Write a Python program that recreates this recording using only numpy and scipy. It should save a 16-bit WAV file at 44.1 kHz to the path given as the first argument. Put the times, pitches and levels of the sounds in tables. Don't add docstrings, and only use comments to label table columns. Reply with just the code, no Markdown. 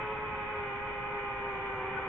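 import sys
import numpy as np
from scipy import signal
from scipy.fft import rfft, irfft
from scipy.io import wavfile
from scipy.ndimage import uniform_filter1d

SR = 44100
rng = np.random.default_rng(int(sys.argv[2]) if len(sys.argv) > 2 else 0)


def output_pcm(signal):
    pcm = np.clip(np.atleast_2d(signal).T, -1, 1) * 32767
    wavfile.write(sys.argv[1], SR, np.round(pcm).astype(np.int16))


def convert_level_to_amplitude(level_db):
    exponent = np.asarray(level_db, float) / 20
    return 10 ** exponent


N = 92080

# (time [s], slow rotor 1 [Hz], slow rotor 2 [Hz], fast rotor 1 [Hz], fast rotor 2 [Hz])
BLADE_RATES_HZ = [(0.0, 419.0, 418.5, 533.0, 539.0), (0.12, 428.5, 421.0, 536.0, 545.0),
                  (0.25, 423.0, 423.0, 536.0, 543.5), (0.4, 418.0, 418.5, 527.5, 533.0),
                  (0.55, 421.0, 418.0, 528.0, 537.0), (0.62, 413.0, 415.0, 526.5, 535.0),
                  (0.7, 405.5, 406.5, 517.0, 525.5), (0.8, 409.5, 410.0, 522.0, 529.0),
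                  (0.9, 415.0, 413.5, 524.5, 534.0), (1.05, 407.5, 407.0, 518.5, 530.5),
                  (1.15, 411.5, 411.0, 515.5, 530.5), (1.3, 409.0, 409.0, 515.0, 530.5),
                  (1.4, 405.0, 408.0, 515.5, 527.0), (1.55, 394.5, 407.0, 507.5, 516.0),
                  (1.7, 396.5, 408.0, 504.5, 517.5), (1.8, 386.0, 412.0, 509.0, 516.0),
                  (1.95, 387.5, 419.0, 509.5, 522.5), (2.09, 391.0, 418.0, 501.5, 520.5)]
SHAFT_ORDERS = (1, 3, 6, 9, 12, 14, 21, 42)
# (level of each shaft order [dB], ..)
ORDER_LEVELS_DB = [
    (-73, -43.5, -46, -47.5, -60, -58.5, -72, -58.5),
    (-65, -53.5, -57, -53.5, -71, -50, -60, -39),
    (-76.5, -56, -51, -68, -71.5, -52.5, -66.5, -43.5),
    (-71, -53.5, -50.5, -72.5, -71, -52.5, -68, -64),
]
# (left minus right of each shaft order [dB], ..)
ORDER_PANS_DB = [(1.1, -2, -0.7, -2, 2.6, 0.5, -2, .1), (1.1, 7.5, -7, -4, 1.5, 5, -2.5, 0.12),
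                 (1.1, 13.5, -4, -2, 3.5, 1.5, 3, .1), (1.1, -8, 6, 2, 2.4, -15, -11, .1)]
# (lag [ms], ..)
PORT_LAGS_MS = (0., 0.23, -.05, -0.12)
# (frequency [Hz], density [dB per Hz])
WASH_COMMON_DB = [(25, -75.5), (50, -70.5), (130, -71.5), (330, -77.5), (680, -83), (800, -74),
                  (1700, -79.5), (8500, -83.5)]
# (frequency [Hz], density [dB per Hz])
WASH_OPPOSED_DB = [(25, -101), (130, -81.5), (400, -86), (750, -95), (1300, -86), (2000, -77.5),
                   (2600, -78), (5000, -85.5)]
# (frequency [Hz], gain [dB])
CAMERA_RESPONSE_DB = [(2530, 0.29), (2600, -6.5), (3500, -14), (4050, -34.5), (4250, -64.5), (5000, -48),
                      (7000, -37.5), (9000, -56)]
MIX_ORDERS = ((-3, 3), (3, 3), (6, 3), (3, 6), (-3, 14), (9, 6), (6, 12))
# (level [dB], ..)
MIX_LEVELS_DB = (-66, -54.5, -63, -59, -62, -62.5, -58.5)
# (left minus right [dB], ..)
MIX_PANS_DB = (3.2, 2.6, 4.5, 1, -2.7, -7, -1)
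# (level [dB], ..)
MIX_DRIVES_DB = (-2.44, -0.5, -5.14, 3.5)
# (frequency [Hz], width [Hz], level [dB], left minus right [dB], share unlike in the ports [1])
MOUNT_MODES = [
    (1507, 35, -56.5, 7, 1),
    (3013, 65, -55.5, -10, 0.98),
]
# (time [s], rise [dB], half length [s])
MOUNT_BUZZES = [
    (0.599, 7, 0.03),
    (1.441, 5, .04),
    (1.714, 9, 0.04),
    (1.989, 16, 0.062),
]

BLADES = 3
AIRBORNE_ORDER = 12
HALF = np.array([[0.5], [-0.5]])
GUST_JITTER, GUST_JITTER_RATE_HZ = 0.0022, 22.0
HUNT, HUNT_RATE_HZ = 0.0075, 85.0
FLUTTER_DB, FLUTTER_RATE_HZ = 1.0, 35.0
PHASE_SPREAD_TURNS = 0.35
GUST_DB, GUST_RATE_HZ = 0.5, 2.2
FLICKER_DB, FLICKER_RATE_HZ = 0.78, 15.0
CHOP_DEPTH = 0.56
SQUARE_GAIN, CEILING = 4.0, 0.075
FRAME_HZ, FRAME_WIDTH_HZ, FRAME_GAIN = 865, 22, 0.51
NOTCH_HZ, NOTCH_SPACING_HZ, RIPPLE_FROM_HZ = 6070.0, 1400.0, 4400.0
HISS_DB, HISS_APART = -99, 0.79


def on_log_hz(points, hz):
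    p = np.array(points, float)
    return np.interp(np.log(hz + 1), np.log(p[:, 0]), p[:, 1])


def walk(rate_hz):
    hold = int(SR / rate_hz)
    steps = np.repeat(rng.standard_normal(N // hold + 1), hold)[:N]
    slewed = uniform_filter1d(uniform_filter1d(steps, hold), hold)
    return slewed / np.std(slewed)


def shaft(blade_hz, lag_ms):
    wander = GUST_JITTER * walk(GUST_JITTER_RATE_HZ) + HUNT * walk(HUNT_RATE_HZ)
    shaft_hz = blade_hz / BLADES * (1 + wander)
    angle = 2 * np.pi * (np.cumsum(shaft_hz) / SR + rng.random())
    lag_angle = 2 * np.pi * shaft_hz * HALF * lag_ms / 1000
    return angle, lag_angle


def tone(angle, level_db, pan_db):
    size = np.sqrt(2) * convert_level_to_amplitude(level_db + FLUTTER_DB * walk(FLUTTER_RATE_HZ) + HALF * pan_db)
    return -size * np.cos(angle + 2 * np.pi * PHASE_SPREAD_TURNS * rng.standard_normal())


def rotor(turn, levels_db, pans_db):
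    angle, lag_angle = turn
    out = 0
    for order, level_db, pan_db in zip(SHAFT_ORDERS, levels_db, pans_db):
        airborne = order >= AIRBORNE_ORDER
        out = out + tone(order * (angle - airborne * lag_angle), level_db, pan_db)
    return out


def mixing(angles):
    out = 0
    for (slow_order, fast_order), level_db, pan_db in zip(MIX_ORDERS, MIX_LEVELS_DB, MIX_PANS_DB):
        for slow in (0, 1):
            for fast in (2, 3):
                angle = slow_order * angles[slow] + fast_order * angles[fast]
                drive_db = MIX_DRIVES_DB[slow] + MIX_DRIVES_DB[fast]
                out = out + tone(angle, level_db + drive_db, pan_db)
    return out


def mount():
    t, hz = np.arange(N) / SR, np.arange(N // 2 + 1) * SR / N
    buzz_db = sum(rise_db * np.exp(-((t - at_s) / half_s) ** 2) for at_s, rise_db, half_s in MOUNT_BUZZES)
    out = 0
    for ring_hz, width_hz, level_db, pan_db, apart in MOUNT_MODES:
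        resonance = 1 / (1 + ((hz - ring_hz) / width_hz) ** 2)
        ring = irfft(rfft(rng.standard_normal((2, N))) * resonance, N)
        right = apart * ring[1] + (1 - apart) * ring[0]
        ring = np.array([ring[0], right]) / np.std(ring)
        out = out + ring * convert_level_to_amplitude(level_db + buzz_db + HALF * pan_db)
        buzz_db = 0
    return out


def wash(density_db, chop):
    hz = np.arange(N // 2 + 1) * SR / N
    noise = rfft(rng.standard_normal(N)) * convert_level_to_amplitude(on_log_hz(density_db, hz)) * np.sqrt(SR / 2)
    half_octave = np.log2(hz + 1) * 2
    gust_db = GUST_DB * walk(GUST_RATE_HZ)
    out = 0
    for band in range(8, 29):
        share = np.clip(1 - np.abs(half_octave - band), 0, 1)
        out = out + irfft(noise * share, N) * convert_level_to_amplitude(gust_db + FLICKER_DB * walk(FLICKER_RATE_HZ))
    return out * (1 + CHOP_DEPTH * chop)


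def scene():
    t, rows = np.arange(N) / SR, np.array(BLADE_RATES_HZ)
    turns = [shaft(np.interp(t, rows[:, 0], rows[:, k + 1]), PORT_LAGS_MS[k]) for k in range(4)]
    angles = [angle for angle, _ in turns]
    rotors = sum(map(rotor, turns, ORDER_LEVELS_DB, ORDER_PANS_DB))
    out = rotors + mixing(angles) + mount()
    chop = sum(np.cos(BLADES * angle) for angle in angles) / 2
    return out + wash(WASH_COMMON_DB, chop) + 2 * HALF * wash(WASH_OPPOSED_DB, chop)


def low_pass(x):
    return signal.sosfilt(signal.butter(12, 15700, fs=SR, output="sos"), x)


def record(dry):
    lopsided = dry - SQUARE_GAIN * (dry ** 2 - np.mean(dry ** 2))
    bent = CEILING * np.tanh(lopsided / CEILING)
    hz = np.arange(N // 2 + 1) * SR / N
    ripple = np.where(hz > RIPPLE_FROM_HZ, np.sin(np.pi * (hz - NOTCH_HZ) / NOTCH_SPACING_HZ), 1)
    frame_peak = 1 + FRAME_GAIN / (1 + ((hz - FRAME_HZ) / FRAME_WIDTH_HZ) ** 2)
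    response = frame_peak * convert_level_to_amplitude(on_log_hz(CAMERA_RESPONSE_DB, hz)) * ripple
    cut = irfft(rfft(bent, N) * response, N)
    hiss = convert_level_to_amplitude(HISS_DB) * (rng.standard_normal(N) + HISS_APART * rng.standard_normal(dry.shape))
    return low_pass(cut + hiss)


dry = scene()
out = record(dry)
output_pcm(out)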